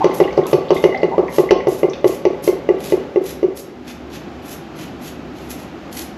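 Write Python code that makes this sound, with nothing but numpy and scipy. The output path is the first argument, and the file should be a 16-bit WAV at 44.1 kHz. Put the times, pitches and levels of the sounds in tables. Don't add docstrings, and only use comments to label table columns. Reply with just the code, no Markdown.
import sys
import numpy as np
from scipy import signal
from scipy.fft import rfft, irfft, next_fast_len
from scipy.io import wavfile
from scipy.ndimage import uniform_filter1d

SR = 44100
rng = np.random.default_rng(int(sys.argv[2]) if len(sys.argv) > 2 else 0)


def put_to_file(sound):
    columns = np.atleast_2d(sound).T
    safe = np.clip(columns, -1, 1)
    whole_steps = np.round(safe * 32767)
    wavfile.write(sys.argv[1], SR, whole_steps.astype(np.int16))


N = 272097
T = np.arange(N) / SR

# pitch_hz, level_db
AIR_COLOUR = [(29, -35), (50, -12), (104, -10), (170, -5), (260, -2), (350, -0.5), (460, -11), (803, -10),
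              (925, -16.5), (1290, -17.5), (1790, -22), (2730, -25), (7000, -40.5), (9070, -57.5),
              (11700, -47), (13800, -59.5)]
# time_s, level_db
AIR_LEVEL = [(0, -29), (1.5, -35), (3.0, -32.5), (3.75, -36.5), (4.2, -32.5), (5.0, -32.5), (5.6, -32),
             (6.17, -32.5)]
# pitch_hz, level_db
HUM_TONES = [(69, -45), (158, -43.5), (247.6, -40)]
# time_s, level_db
FIZZ_LEVEL = [(0, -35), (.3, -48), (.6, -52.5), (.95, -49), (1.2, -50.5), (1.55, -61.5), (1.95, -45),
              (2.3, -63)]
# start_s, length_s, pitch_hz, level_db
GURGLES = [(0.006, .016, 925, -15.5), (0.456, 0.005, 1075, -29), (0.943, 0.0089, 684, -20.5),
           (1.115, .03, 792, -18), (1.282, .005, 890, -28.5)]
# start_s, level_db, snap_db, splash_db
GULPS = [(0.042, 1.5, -27.5, -24.5), (0.2, 2.5, -25, -32), (0.375, 0.5, -37, -36), (0.529, 2, -27, -26),
         (0.704, 1.5, -34.5, -23), (0.838, 3.5, -21.5, -26.5), (1.03, -1, -23, -34), (1.179, 0.5, -37, -45),
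         (1.382, 2, -27.5, -28), (1.507, 3.5, -29.5, -22.5), (1.669, -1, -30, -29), (1.83, 0, -27.5, -38),
         (2.042, 1.5, -27.5, -36), (2.251, 0, -26.5, -26), (2.475, 0, -28, -29), (2.688, 0, -26.5, -40),
         (2.921, -1.5, -27.5, -30), (3.158, -2, -29.5, -40), (3.428, -3.5, -34.5, -36)]
# pitch_hz, level_db, fade_s
TRAP_TONES = [(376.1, 2.5, 0.046), (556.4, 13, 0.035)]
PIPE_TONES = [(743.8, -6.5, 0.22), (858.8, -1, 0.16), (918, -4.5, 0.059), (1072.3, -6.5, 0.14),
              (1132.5, 1, 0.066)]
PLUGHOLE_TONES = [(2012, 5.5, 0.042), (2192, -1, 0.021), (2380, -5.5, 0.035), (2826, -1.5, 0.04)]
# pitch_hz, level_db
SPRAY_COLOUR = [(600, 13), (1500, -2), (2900, 5), (3500, -2), (4000, -3.5), (4550, 0), (5200, -4.5),
                (6100, 0.5), (7500, -44), (13000, -31.5)]
# delay_ms, gain
ECHOES = [(6.56, .33), (9.24, .5), (11.66, .56), (14.3, .56), (17.18, .32), (19.57, .36), (25.83, .24),
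          (28.32, .19), (49.12, .16), (52.3, .2), (55.08, .31), (57.86, .14), (80.62, .16), (86.99, .12)]
# pitch_hz, fade_s
ROOM_FADE = [(150, 0.95), (400, 0.98), (1000, 0.71), (3000, 0.53), (7000, 0.29), (12000, 0.23)]
# pitch_hz, level_db, fade_s
ROOM_TONES = [(250, -16, 0.19), (281.5, 18, 0.64), (462, -8, 0.51)]
# start_s, level_db, pitch_hz, splash_db
POPS = [(0.109, -25, 1980, -15), (0.2386, -23, 2880, -8), (0.2768, -24, 2010, -19), (.3058, -28, 2180, -13),
        (.4138, -28, 2000, -19), (0.472, -31, 2600, -9), (0.7648, -20, 2100, 3), (0.774, -25.5, 3500, -1),
        (0.9236, -22.5, 2010, -11), (0.9442, -15, 1970, -14), (1.282, -21.5, 1990, -14),
        (1.489, -17.5, 2110, -11), (1.6048, -22.5, 2020, -13), (1.8974, -29, 5800, -30),
        (1.933, -27, 3580, 14)]
# start_s, swell_s, pull_s, level_db, rasp_db
STROKES = [(0.125, 0.019, 0.04, -40.5, -10), (0.458, 0.0095, 0.057, -42.5, -10),
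           (0.735, .012, .115, -46.5, -3.5), (1.29, 0.058, 0.059, -39.5, -2.5),
           (1.671, 0.023, .112, -42.5, -4.5), (2.039, 0.029, 0.086, -41.5, -3),
           (2.422, 0.017, 0.049, -36, -10), (2.785, 0.057, 0.087, -41, 0.5), (3.22, 0.051, 0.038, -39, -3),
           (3.548, 0.028, 0.022, -39.5, -9), (3.845, 0.032, .035, -50.5, 8), (4.1, 0.037, 0.017, -47, 10),
           (4.425, 0.086, 0.026, -39, -3), (4.75, 0.054, 0.033, -45.5, 5), (4.995, 0.046, 0.036, -44.5, 1),
           (5.33, 0.037, .12, -57, 7), (5.487, 0.011, 0.017, -36.5, -6), (5.57, .02, .045, -51.5, 2.5),
           (5.915, 0.056, 0.049, -35, -4.5)]
# pitch_hz, level_db
BLADE_COLOUR = [(700, -7), (1500, -1), (2600, 4), (4500, 0.5), (6500, 0.5), (7800, -5), (8800, -12.5),
                (9100, -13.5), (9600, -9), (10500, -2.5), (11400, 4), (12500, -3), (13300, -16.5),
                (14200, -37)]
# start_s, level_db
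SNAGS = [(0.4673, -39), (0.7452, -44), (1.3495, -39.5), (2.075, -45), (2.438, -37), (2.8046, -40),
         (3.5707, -44), (5.0769, -38.5), (5.5024, -47), (5.927, -34.5), (5.9694, -37)]

FIZZ_END_S, EMPTY_S = 2.5, 3.46
UPPER_TONE_SHIFT_DB = (-8.5, -18, 3)
PIPE_RING_DB = (-16.5, -24.5, 3.5)
POCKET_DB = (-19.5, -43.5, 2.5)
TRAP_FADE_STRETCH = (1.01, 1.54, 9.7)


def undb(db):
    return 10 ** (np.asarray(db) / 20)


def unit(x):
    return x / np.sqrt(np.mean(x ** 2))


def add(track, start_s, sound):
    i = max(int(start_s * SR), 0)
    track[i:i + len(sound)] += sound[:N - i]


def at_pitch(points, hz):
    pitches, values = np.transpose(points)
    return np.interp(np.log(hz + 1), np.log(pitches), values)


def colour(x, points):
    n = next_fast_len(x.shape[-1] + 1024)
    gain = undb(at_pitch(points, np.fft.rfftfreq(n, 1 / SR)))
    return irfft(rfft(x, n) * gain, n)[..., :x.shape[-1]]


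def band(x, low_hz, high_hz):
    return signal.sosfilt(signal.butter(2, [low_hz, high_hz], "band", fs=SR, output="sos"), x)


def fade(t60):
    return np.exp(-np.log(1000) * T[:SR // 3] / t60)


def wander(per_s):
    step = int(SR / per_s)
    stairs = np.repeat(rng.standard_normal(N)[:N // step + 1], step)
    return unit(uniform_filter1d(stairs, step)[:N])


def clicks(per_s, spread_db):
    spikes = (rng.random(N) < per_s / SR) * rng.choice([-1, 1], N)
    return unit(spikes * undb(spread_db * np.minimum(rng.exponential(size=N), 4)))


def ring(tones, scatter, contact_s, stretch=1):
    t = T[:SR // 3]
    detune = 1 + scatter * rng.standard_normal(len(tones))
    y = sum((-1) ** k * undb(db) * fade(t60 * stretch) * np.sin(2 * np.pi * hz * detune[k] * t)
            for k, (hz, db, t60) in enumerate(tones))
    y *= 1 - np.exp(-(t / contact_s) ** 2)
    return y / np.abs(y).max()


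def room_tone():
    air = unit(colour(rng.standard_normal(N), AIR_COLOUR))
    air *= undb(np.interp(T, *np.transpose(AIR_LEVEL)) + 0.55 * wander(7.4))
    hum = np.zeros(N)
    for hz, db in HUM_TONES:
        phase = 2 * np.pi * hz * T
        tone = (0.62 + 0.78 * wander(12)) * np.sin(phase) + 0.76 * wander(12) * np.cos(phase)
        hum += undb(db - 2) * tone
    return air + hum


def fizz():
    tick = undb(-12) * ring(PLUGHOLE_TONES, scatter=0.01, contact_s=0.00023) + spray(t60=0.019)
    crackle = unit(signal.fftconvolve(clicks(per_s=130, spread_db=9), tick)[:N])
    level = undb(np.interp(T, *np.transpose(FIZZ_LEVEL)))
    return crackle * level * np.clip((FIZZ_END_S - T) / 0.2, 0, 1)


def spray(t60):
    decay = fade(t60)
    swell = 1 - np.exp(-(T[:len(decay)] / 0.0004) ** 2)
    y = colour(rng.standard_normal(len(decay)), SPRAY_COLOUR) * swell * decay
    return y / np.abs(y).max()


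def gurgles():
    track = np.zeros(N)
    for start, length, hz, db in GURGLES:
        for when in np.linspace(start, start + length, num=7):
            pitch_hz = hz * (1 + 0.18 * rng.uniform(-1, 1))
            add(track, when, undb(db - 1) * bubble(pitch_hz, t60=0.037, swell_s=0.00078, glide=0.13))
    return track


def bubble(hz, t60, swell_s, glide):
    decay = fade(t60)
    swell = (1 - np.exp(-T[:len(decay)] / swell_s)) ** 2
    pitch_hz = hz * (1 + glide * (0.5 - decay))
    y = swell * decay * np.sin(2 * np.pi * np.cumsum(pitch_hz) / SR)
    return y / np.abs(y).max()


def splatter(per_s=28, end_s=1.1, low_hz=2400, high_hz=4800):
    track = np.zeros(N)
    for when, height, softness in rng.random((int(per_s * end_s), 3)):
        hz = low_hz * (high_hz / low_hz) ** height
        add(track, when * end_s, undb(-29.5 - 10 * softness) * pop(hz, t60=0.032, width=0.11))
    return track


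def pop(hz, t60, width):
    decay = fade(t60)
    y = band(rng.standard_normal(len(decay)) * decay, hz * (1 - width), hz * (1 + width))
    return y / np.abs(y).max()


def draining(change, time_s):
    full, empty, curve = change
    return full + (empty - full) * (time_s / EMPTY_S) ** curve


def gulps():
    thump, pipe, plughole, pocket = np.zeros((4, N))
    low_tone, (upper_hz, upper_db, upper_t60) = TRAP_TONES
    for start, db, snap_db, splash_db in GULPS:
        trap = [low_tone, (upper_hz, upper_db + draining(UPPER_TONE_SHIFT_DB, start), upper_t60)]
        stretch = draining(TRAP_FADE_STRETCH, start)
        pipe_db = db + draining(PIPE_RING_DB, start)
        hit = start + 0.001
        add(thump, hit, undb(db - 0.14) * ring(trap, scatter=0.004, contact_s=0.00086, stretch=stretch))
        add(pipe, hit, undb(pipe_db) * ring(PIPE_TONES, scatter=0.018, contact_s=0.0009))
        add(pipe, hit, undb(pipe_db - 3.5) * pop(787, t60=0.063, width=0.27))
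        snap = ring(PLUGHOLE_TONES, scatter=0.012, contact_s=0.0003)
        add(plughole, hit, undb(db + snap_db + 7) * snap)
        add(plughole, hit, undb(db + splash_db + 10.5) * spray(t60=0.043))
        pocket_hz = 171.4 * (1 + 0.067 * rng.standard_normal())
        pocket_tone = bubble(pocket_hz, t60=0.074, swell_s=0.025, glide=-0.11)
        add(pocket, start, undb(draining(POCKET_DB, start)) * pocket_tone)
    return thump, pipe, plughole, pocket


def echoes(x, share):
    y = x.copy()
    for delay_ms, gain in ECHOES:
        add(y, delay_ms / 1000, share * gain * x)
    return y


def reverb(x, build_s):
    hz, t, noise = signal.stft(rng.standard_normal(SR), SR, nperseg=256)
    decay = np.exp(-np.log(1000) * t / at_pitch(ROOM_FADE, hz)[:, None]) * (1 - np.exp(-t / build_s))
    decay /= np.sqrt(np.mean(decay ** 2, axis=1))[:, None]
    tail = signal.istft(noise * decay, SR)[1]
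    return signal.fftconvolve(x, tail / np.linalg.norm(tail))[:N]


def bubble_pops():
    track = np.zeros(N)
    for start, db, hz, splash_db in POPS:
        add(track, start, undb(db) * pop(hz, t60=0.029, width=0.051))
        add(track, start, undb(db + splash_db - 5.5) * spray(t60=0.063))
    return track


def drain():
    thump, pipe, plughole, pocket = gulps()
    plughole += bubble_pops()
    pipe += gurgles()
    plughole += fizz() + splatter()
    low = echoes(thump, share=1)
    add(low, 0.024, undb(-7.5) * reverb(thump, build_s=0.0055))
    room_ring = ring(ROOM_TONES, scatter=0.0018, contact_s=0.0037)
    low += undb(-61) * signal.fftconvolve(thump, room_ring)[:N]
    middle = echoes(pipe, share=0.41) + undb(-1.5) * reverb(pipe, build_s=0.0017)
    high = echoes(plughole, share=0.15) + undb(-4.5) * reverb(plughole, build_s=0.0039)
    return low + middle + high + pocket + undb(-7.5) * reverb(pocket, build_s=0.022)


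def stroke(start_s, swell_s, pull_s, swell_db=20, ease_db_per_s=31, lift_db_per_s=694.5):
    t = T - start_s
    bite = swell_db * np.clip(1 - t / swell_s, 0, 1)
    ease = ease_db_per_s * np.maximum(t - swell_s, 0)
    lift = lift_db_per_s * np.clip(t - swell_s - pull_s, 0, 1)
    return undb(-bite - ease - lift) * (t > 0)


def razor():
    pressure, rasp = np.zeros(N), np.ones(N)
    for start, swell_s, pull_s, db, rasp_db in STROKES:
        pressure += undb(db) * stroke(start, swell_s, pull_s)
        rasp[int(start * SR):] = undb(rasp_db)
    pressure *= undb(2 * wander(130))
    for start, db in SNAGS:
        add(pressure, start, undb(db) * fade(t60=0.035))
    cuts = np.array([clicks(per_s=2800, spread_db=5) for _ in range(2)])
    lather = undb(-0.5) * rng.standard_normal((2, N))
    scrape = colour(cuts + lather, BLADE_COLOUR)
    scrape = pressure * scrape / np.std(band(scrape[0], 7500, 14000))
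    body = colour(scrape, [(2500, 0), (4500, -3), (7000, -9), (10000, -31)])
    scrape += (rasp - 1) * body
    centre, side = (undb(-1) * x + undb(-3) * reverb(x, build_s=0.0035) for x in scrape)
    sizzle = colour(undb(-4.5) * side - 0.22 * centre, [(10700, -60), (11600, 0), (13500, 0),
                                                        (15000, -20)])
    return np.array([centre + sizzle, centre - sizzle])


def scene():
    return razor() + drain() + room_tone()


def record(dry):
    lean = signal.sosfilt(signal.butter(2, 35, "high", fs=SR, output="sos"), dry)
    top_cut = signal.ellip(8, 0.2, 70, 14200, fs=SR, output="sos")
    return signal.sosfilt(top_cut, np.clip(lean, -1, 1))


dry = scene()
out = record(dry)
put_to_file(out)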